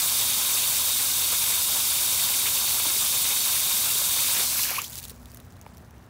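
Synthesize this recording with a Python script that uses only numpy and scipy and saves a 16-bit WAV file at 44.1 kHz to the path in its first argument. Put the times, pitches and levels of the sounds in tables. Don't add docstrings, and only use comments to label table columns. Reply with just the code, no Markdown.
import sys
import numpy as np
from scipy import signal
from scipy.fft import rfft, irfft, next_fast_len
from scipy.io import wavfile
from scipy.ndimage import uniform_filter1d, map_coordinates

SR = 44100
rng = np.random.default_rng(int(sys.argv[2]) if len(sys.argv) > 2 else 0)


def log_audio(samples):
    frames = np.atleast_2d(samples).T
    limited = np.clip(frames, -1, 1)
    pcm = np.round(limited * 32767).astype(np.int16)
    wavfile.write(sys.argv[1], SR, pcm)


def natural_amplitude(level_db):
    exponent = np.asarray(level_db, float) / 20
    return 10 ** exponent


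N = 268569
TIME_S = np.arange(N) / SR
CLOSE_S = 4.79


def unit(x):
    return x / np.sqrt(np.mean(x ** 2) + 1e-20)


def curves(rows):
    s, *cols = np.transpose(rows)
    return [np.interp(TIME_S, s, c) for c in cols]


def ramp(from_s, to_s):
    return np.clip((TIME_S - from_s) / (to_s - from_s), 0, 1)


def wobble(rate):
    points = rng.standard_normal(int(N * 400 / SR) + 4)
    return map_coordinates(points, [TIME_S * min(rate, 399)])


def filtered(x, response):
    size = next_fast_len(N + 8192)
    spectrum = rfft(x, size) * response(np.fft.rfftfreq(size, 1 / SR))
    return irfft(spectrum, size)[:N]


def shape(points):
    f, db = np.transpose(points)
    return lambda hz: natural_amplitude(np.interp(np.log(hz + 1), np.log(f), db))


def modes(rows):
    def response(f):
        total = 0
        for centre, width, db, lag in rows:
            peak = 1j * f * width / (centre * centre - f * f + 1j * f * width)
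            total = total + natural_amplitude(db) * np.exp(2j * np.pi * lag) * peak
        return total
    return response


def patchy(depth_db):
    z = signal.stft(rng.standard_normal(N), nperseg=256)[2]
    field = uniform_filter1d(rng.standard_normal(z.shape), size=10, axis=0)
    field = uniform_filter1d(field, size=4, axis=1)
    return signal.istft(z * natural_amplitude(depth_db * unit(field)), nperseg=256)[1][:N]


def droplets(count, centre_hz, spread, cycles, uneven_db, size=160):
    u, g = rng.random((count, 2)), rng.standard_normal(count)
    hz = np.clip(centre_hz * np.exp(spread * g), 200, 17000)[:, None]
    t = np.arange(size) / SR
    strength = natural_amplitude(-uneven_db * np.log(1 - 0.995 * u[:, 1:]))
    ring = np.sin(2 * np.pi * hz * t) * np.exp(-t * hz / cycles) * strength
    at = (u[:, :1] * N).astype(int) + np.arange(size)
    return unit(np.bincount(at.ravel(), ring.ravel(), N + size)[:N])


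def add(track, s, piece):
    part = track[round(s * SR):][:len(piece)]
    part += piece[:len(part)]


def shut():
    return 1 - ramp(4.84, 4.9)


def jet(surge):
    # (time [s], level [dB])
    jet_level = [
        (0.0, -23),
        (4.4, -23),
        (4.54, -25.5),
        (4.63, -24),
        (4.73, -31.5),
        (4.79, -31.5),
        (4.8, -37),
        (4.9, -32),
    ]
    # (frequency [Hz], level [dB])
    hiss_colour = [(1300, -51), (2200, -19.5), (2900, -13), (4100, -4), (6000, -3.5), (9000, -9.5),
                   (12000, -5.5), (15000, -3), (15850, -7)]
    # (frequency [Hz], width [Hz], level [dB], lag [turns])
    nozzle = [(3776, 292, 3.7, -.2), (4512, 405, -8, -.13), (6255, 200, -15, 0), (8080, 1520, -1.2, .1),
              (9415, 484, 1.1, 0), (11150, 440, -9.6, -.15)]
    # (frequency [Hz], width [Hz], level [dB], lag [turns])
    whistles = [(11400, 2600, -4, 0), (10700, 860, -7, 0.03)]
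    # (start [s], end [s])
    turns = [
        (4.38, 4.48),
        (4.45, 4.82),
    ]
    # (start [s], full [s], share [1])
    valve = [
        (4.49, 4.58, 0.95),
        (4.66, 4.717, 2.2),
    ]

    bursts = droplets(count=40000, centre_hz=9540, spread=0.53, cycles=1.0, uneven_db=1.5, size=40)
    mist = patchy(depth_db=1.32) + 0.47 * bursts
    open_air = filtered(mist, shape(hiss_colour))

    shares = [1 - ramp(*span) for span in turns]
    whistling = 1 - ramp(CLOSE_S, CLOSE_S + 0.038)
    shares += [share * ramp(start, full) * whistling for start, full, share in valve]
    colours = [nozzle[:1], nozzle[1:]] + [[row] for row in whistles]
    hiss = open_air
    for share, rows in zip(shares, colours):
        hiss = hiss + share * filtered(open_air, modes(rows))

    level_db = curves(jet_level)[0] + 0.28 * surge + 0.18 * wobble(60)
    return natural_amplitude(level_db) * unit(hiss) * shut()


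def splash(surge):
    # (frequency [Hz], width [Hz], level [dB], lag [turns])
    slab = [(236, 220, -10.5, 0.0047), (550, 225, -3, .5), (1010, 270, 2.5, 1), (1596, 430, -4, 0.57)]
    # (time [s], extra fizz [dB])
    slugs = [(.28, 2), (1.16, 2), (1.25, 3), (1.34, 5), (1.56, 2), (2.2, 6), (2.34, 4), (2.47, 9),
             (2.9, 4.5), (3.262, 5.5), (3.31, 5.5), (4.1, 4.5), (4.19, 3), (4.36, 7), (4.59, 8),
             (4.655, 4.5), (4.7, 9), (4.75, 7.5), (4.8, 7.5)]
    # (time [s], level [dB])
    gurgle = [
        (4.36, -67),
        (4.41, -38),
        (4.46, -52),
        (4.57, -42.5),
        (4.65, -62),
        (4.72, -34.5),
        (4.75, -60),
        (4.85, -57),
        (5.15, -66.5),
    ]
    leave_s = 4.42
    slug_s = 0.014

    drying_db = -190 * np.maximum(TIME_S - CLOSE_S, 0)
    slugs_db = sum(db * np.exp(-((TIME_S - s) / slug_s) ** 2) for s, db in slugs)
    fizz_db = -39 - 1.5 * ramp(leave_s, leave_s + 0.044) + slugs_db + drying_db
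    fizz_db = fizz_db + 0.28 * wobble(14) + 1.8 * surge + 1.1 * wobble(35)
    drum_db = -42 - 4.5 * ramp(leave_s, leave_s + 0.058) + drying_db
    drum_db = drum_db + 1.1 * wobble(25.13) + 0.7 * surge

    fizz = droplets(count=16000, centre_hz=2522, spread=0.17, cycles=3.2, uneven_db=3.0, size=240)
    blows = patchy(depth_db=-1.5) * natural_amplitude(0.36 * wobble(70))
    drum = unit(filtered(blows, modes(slab)))
    wet = (natural_amplitude(fizz_db) * fizz + natural_amplitude(drum_db) * drum) * shut()

    def echo(f):
        return 1 - 0.49 * 1j * f * 350 / (1880 ** 2 - f * f + 1j * f * 350)

    bubbles = droplets(count=9000, centre_hz=1604, spread=0.536, cycles=3.5, uneven_db=3.0, size=300)
    return filtered(wet, echo) + natural_amplitude(curves(gurgle)[0]) * bubbles


def yard():
    # (frequency [Hz], level [dB])
    rumble_colour = [(15, -40), (25, -3), (97, -1), (190, -5.5), (249, -7), (301, -13), (560, -16),
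                     (775, -17), (1650, -22.5), (2550, -30.5), (5880, -39), (16000, -53)]
    # (frequency [Hz], width [Hz], level [dB])
    drone = [(76.8, 10, -56.5), (91.1, 7, -56), (119.6, 9, -57.5), (152, 8, -76), (244.5, 3, -62.5)]
    # (time [s], level [dB])
    idler = [
        (0.0, -53),
        (4.7, -59),
        (4.9, -64),
        (5.12, -50),
        (5.83, -48),
        (6.09, -59),
    ]

    rumble = natural_amplitude(-49.5) * unit(filtered(patchy(depth_db=1.05), shape(rumble_colour)))
    idler_db = curves(idler)[0] + 1.5 * wobble(2.93)
    tones = np.zeros(N)
    for hz, width, db in [*drone, (63.5, 18, idler_db)]:
        strength = natural_amplitude(db + 2.4 * wobble(width))
        tones += strength * np.sin(2 * np.pi * hz * TIME_S + 1.94 * wobble(width))
    return rumble + np.sqrt(2) * tones


def knocks():
    # (time [s], peak level [dB], frequency [Hz], time to fade by 60 dB [s])
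    blobs = [
        (2.855, -26.5, 940, 0.026),
        (2.867, -31, 288, 0.028),
        (2.9, -34, 322, .03),
        (2.961, -35, 420, 0.035),
        (3.956, -26, 407, 0.015),
        (5.6642, -27.5, 885, 0.013),
    ]
    out, t = np.zeros(N), np.arange(SR // 10) / SR
    overtones = [(1.4, 0.45), (1.9, 0.45), (2.5, 0.55), (3.1, 0.12), (6, 0.04)]
    for s, db, hz, t60 in blobs:
        crack = sum(gain * np.sin(2 * np.pi * ratio * hz * t) for ratio, gain in overtones)
        crack = crack * natural_amplitude(-60 * t / (0.5 * t60)) * (1 - np.exp(-t / 0.00042))
        bent_t = t + 0.00029 * (1 - np.exp(-t / 0.00038))
        ring = np.sin(2 * np.pi * hz * bent_t) + 0.54 * np.sin(2 * np.pi * 0.6 * hz * t)
        ring = ring * (1 - np.exp(-t / 0.0015)) * natural_amplitude(2.5 - 60 * t / t60)
        add(out, s, natural_amplitude(db) * (crack + ring))
    return out


def glugs():
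    # (centre time [s], peak level [dB], frequency [Hz], half length [s])
    pockets = [(4.407, -40, 495, 0.009), (4.56, -33, 1580, 0.006), (4.598, -35, 1030, .012),
               (4.637, -24.5, 2740, .004), (4.654, -33, 1740, .008), (4.714, -34, 580, .01),
               (4.718, -36, 760, 0.009), (4.736, -35, 1160, 0.01), (4.768, -25, 2400, 0.0032),
               (4.7864, -22, 1103, 0.013), (4.791, -23.5, 2690, 0.0081), (4.847, -32.5, 3320, 0.0074),
               (5.117, -44, 460, 0.013)]
    out = np.zeros(N)
    for s, db, hz, length in pockets:
        t = np.arange(-round(length * SR), round(length * SR)) / SR
        tone = np.sin(2 * np.pi * hz * (t + 0.14 * t * t / length))
        add(out, s - length, natural_amplitude(db) * np.exp(-6 * (t / length) ** 2) * tone)
    return out


def patter():
    # (time [s], level [dB])
    falling = [
        (4.82, -36),
        (4.88, -46.5),
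        (4.98, -37),
        (5.015, -49),
        (5.04, -41),
        (5.07, -51),
        (5.1, -42.5),
        (5.13, -57.5),
        (5.45, -62.5),
    ]
    # (time [s], peak level [dB], frequency [Hz])
    spatter = [(4.632, -7, 5860), (4.6467, -9, 9000), (4.7057, -10, 11110), (4.8181, -12, 7320),
               (4.843, -16, 6900), (4.8472, -21, 3400), (4.8801, -25, 8270), (4.898, -23, 8100),
               (4.9049, -25, 12660), (4.9305, -23, 14300), (4.9555, -16, 5860), (4.9655, -28, 3600),
               (4.9771, -26, 11700), (4.9823, -25, 5300), (4.9858, -25, 14000), (4.9995, -24, 6720),
               (5.0293, -20, 6500), (5.0393, -27, 8500), (5.046, -24, 4200), (5.0522, -22, 3880),
               (5.0824, -25, 6890), (5.097, -21, 4470), (5.117, -33, 9300)]
    # (time [s], peak level [dB], frequency [Hz])
    drips = [(5.1599, -40, 6980), (5.2299, -40, 13780), (5.2573, -30.5, 3830), (5.2787, -45, 10420),
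             (5.3044, -40, 8350), (5.3171, -32, 4820), (5.3287, -41, 13180), (5.3384, -41, 5600),
             (5.3463, -26, 12000), (5.3584, -41, 9650), (5.372, -28, 6600), (5.401, -33, 3720),
             (5.406, -41, 9300), (5.4478, -46, 8870), (5.4654, -42, 6000), (5.5236, -39, 6950),
             (5.5673, -41, 4050), (5.6139, -32.5, 6540), (5.6636, -42, 5170), (5.6907, -47, 5000),
             (5.7353, -45, 14000), (5.7485, -45, 12580), (5.7714, -33.5, 5840), (5.7806, -38, 6120),
             (5.7837, -44, 4200), (5.9085, -40, 5940), (5.9426, -49, 6120), (5.9811, -44, 6030),
             (6.0127, -52, 3880), (6.0642, -47, 3620)]
    # (fine spatter [dB], fat drips [dB])
    ring_levels = (-6, -2)
    # (frequency [Hz], width [Hz], level [dB], lag [turns])
    port = [(15500, 1400, -3, 0)]

    thinning_db = 10 * np.maximum(TIME_S - falling[-1][0], 0)
    level_db = curves(falling)[0] - thinning_db + 2.1 * wobble(90)
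    rain = droplets(count=40000, centre_hz=12200, spread=0.6, cycles=2.5, uneven_db=3, size=60)
    strays = droplets(count=900, centre_hz=9500, spread=0.36, cycles=1.6, uneven_db=3.0, size=60)
    mist = ramp(4.82, 4.88) * natural_amplitude(level_db) * (rain + natural_amplitude(-10) * strays)

    ticks, t = np.zeros(N), np.arange(SR // 30) / SR
    for s, db, hz in [*spatter, *drips]:
        ring_db = ring_levels[int(s > drips[0][0] - 0.01)]
        snap, spray, haze = rng.standard_normal((3, len(t)))
        tone = np.sin(2 * np.pi * hz * t)
        strike = np.sin(2 * np.pi * 11000 * t) * natural_amplitude(-60 * t / 0.0005)
        ring_s = 0.0035 + 12 / hz
        ring = (0.75 * tone + 0.8 * snap) * natural_amplitude(ring_db - 60 * t / ring_s)
        splinters = 2 * uniform_filter1d(spray, size=5) * tone + 1.1 * haze
        cloud = natural_amplitude(-19 - 60 * t / 0.028) * splinters
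        drip = 2 * strike + (ring + cloud) * (1 - np.exp(-t / 0.0001))
        add(ticks, s, natural_amplitude(db + 1.5) * drip / np.abs(drip).max())
    ticks = filtered(ticks, lambda f: (1j * f / (1800 + 1j * f)) ** 2)
    return filtered(mist + ticks, lambda f: 1 + modes(port)(f))


def scene():
    surge = 0.35 * wobble(11) + 0.6 * wobble(28)
    mix = jet(surge) + splash(surge) + yard() + knocks() + glugs() + patter()
    return np.tile(mix, (2, 1))


def top_cut(x):
    return signal.sosfilt(signal.butter(12, 17080, fs=SR, output="sos"), x)


def record(dry):
    # (time [s], low edge [Hz], high edge [Hz], level [dB])
    slips = [
        (0.212, 4700, 5900, -41),
        (2.345, 8200, 9800, -35),
        (3.415, 5540, 7700, -37),
    ]
    side = np.zeros(N)
    for s, low_hz, high_hz, db in slips:
        swell = np.cos(np.pi / 2 * np.clip((TIME_S - s) / 0.028, -1, 1)) ** 2
        band = filtered(rng.standard_normal(N), lambda f: (f > low_hz) & (f < high_hz))
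        side += natural_amplitude(db) * swell * unit(band)

    def microphone(hz):
        return np.clip((15810 - hz) / 70, 0, 1) ** 2 * (1j * hz / (26 + 1j * hz)) ** 6

    mid = filtered(dry[0], microphone)
    return top_cut(np.array([mid + side, mid - side]))


dry = scene()
out = record(dry)
log_audio(out)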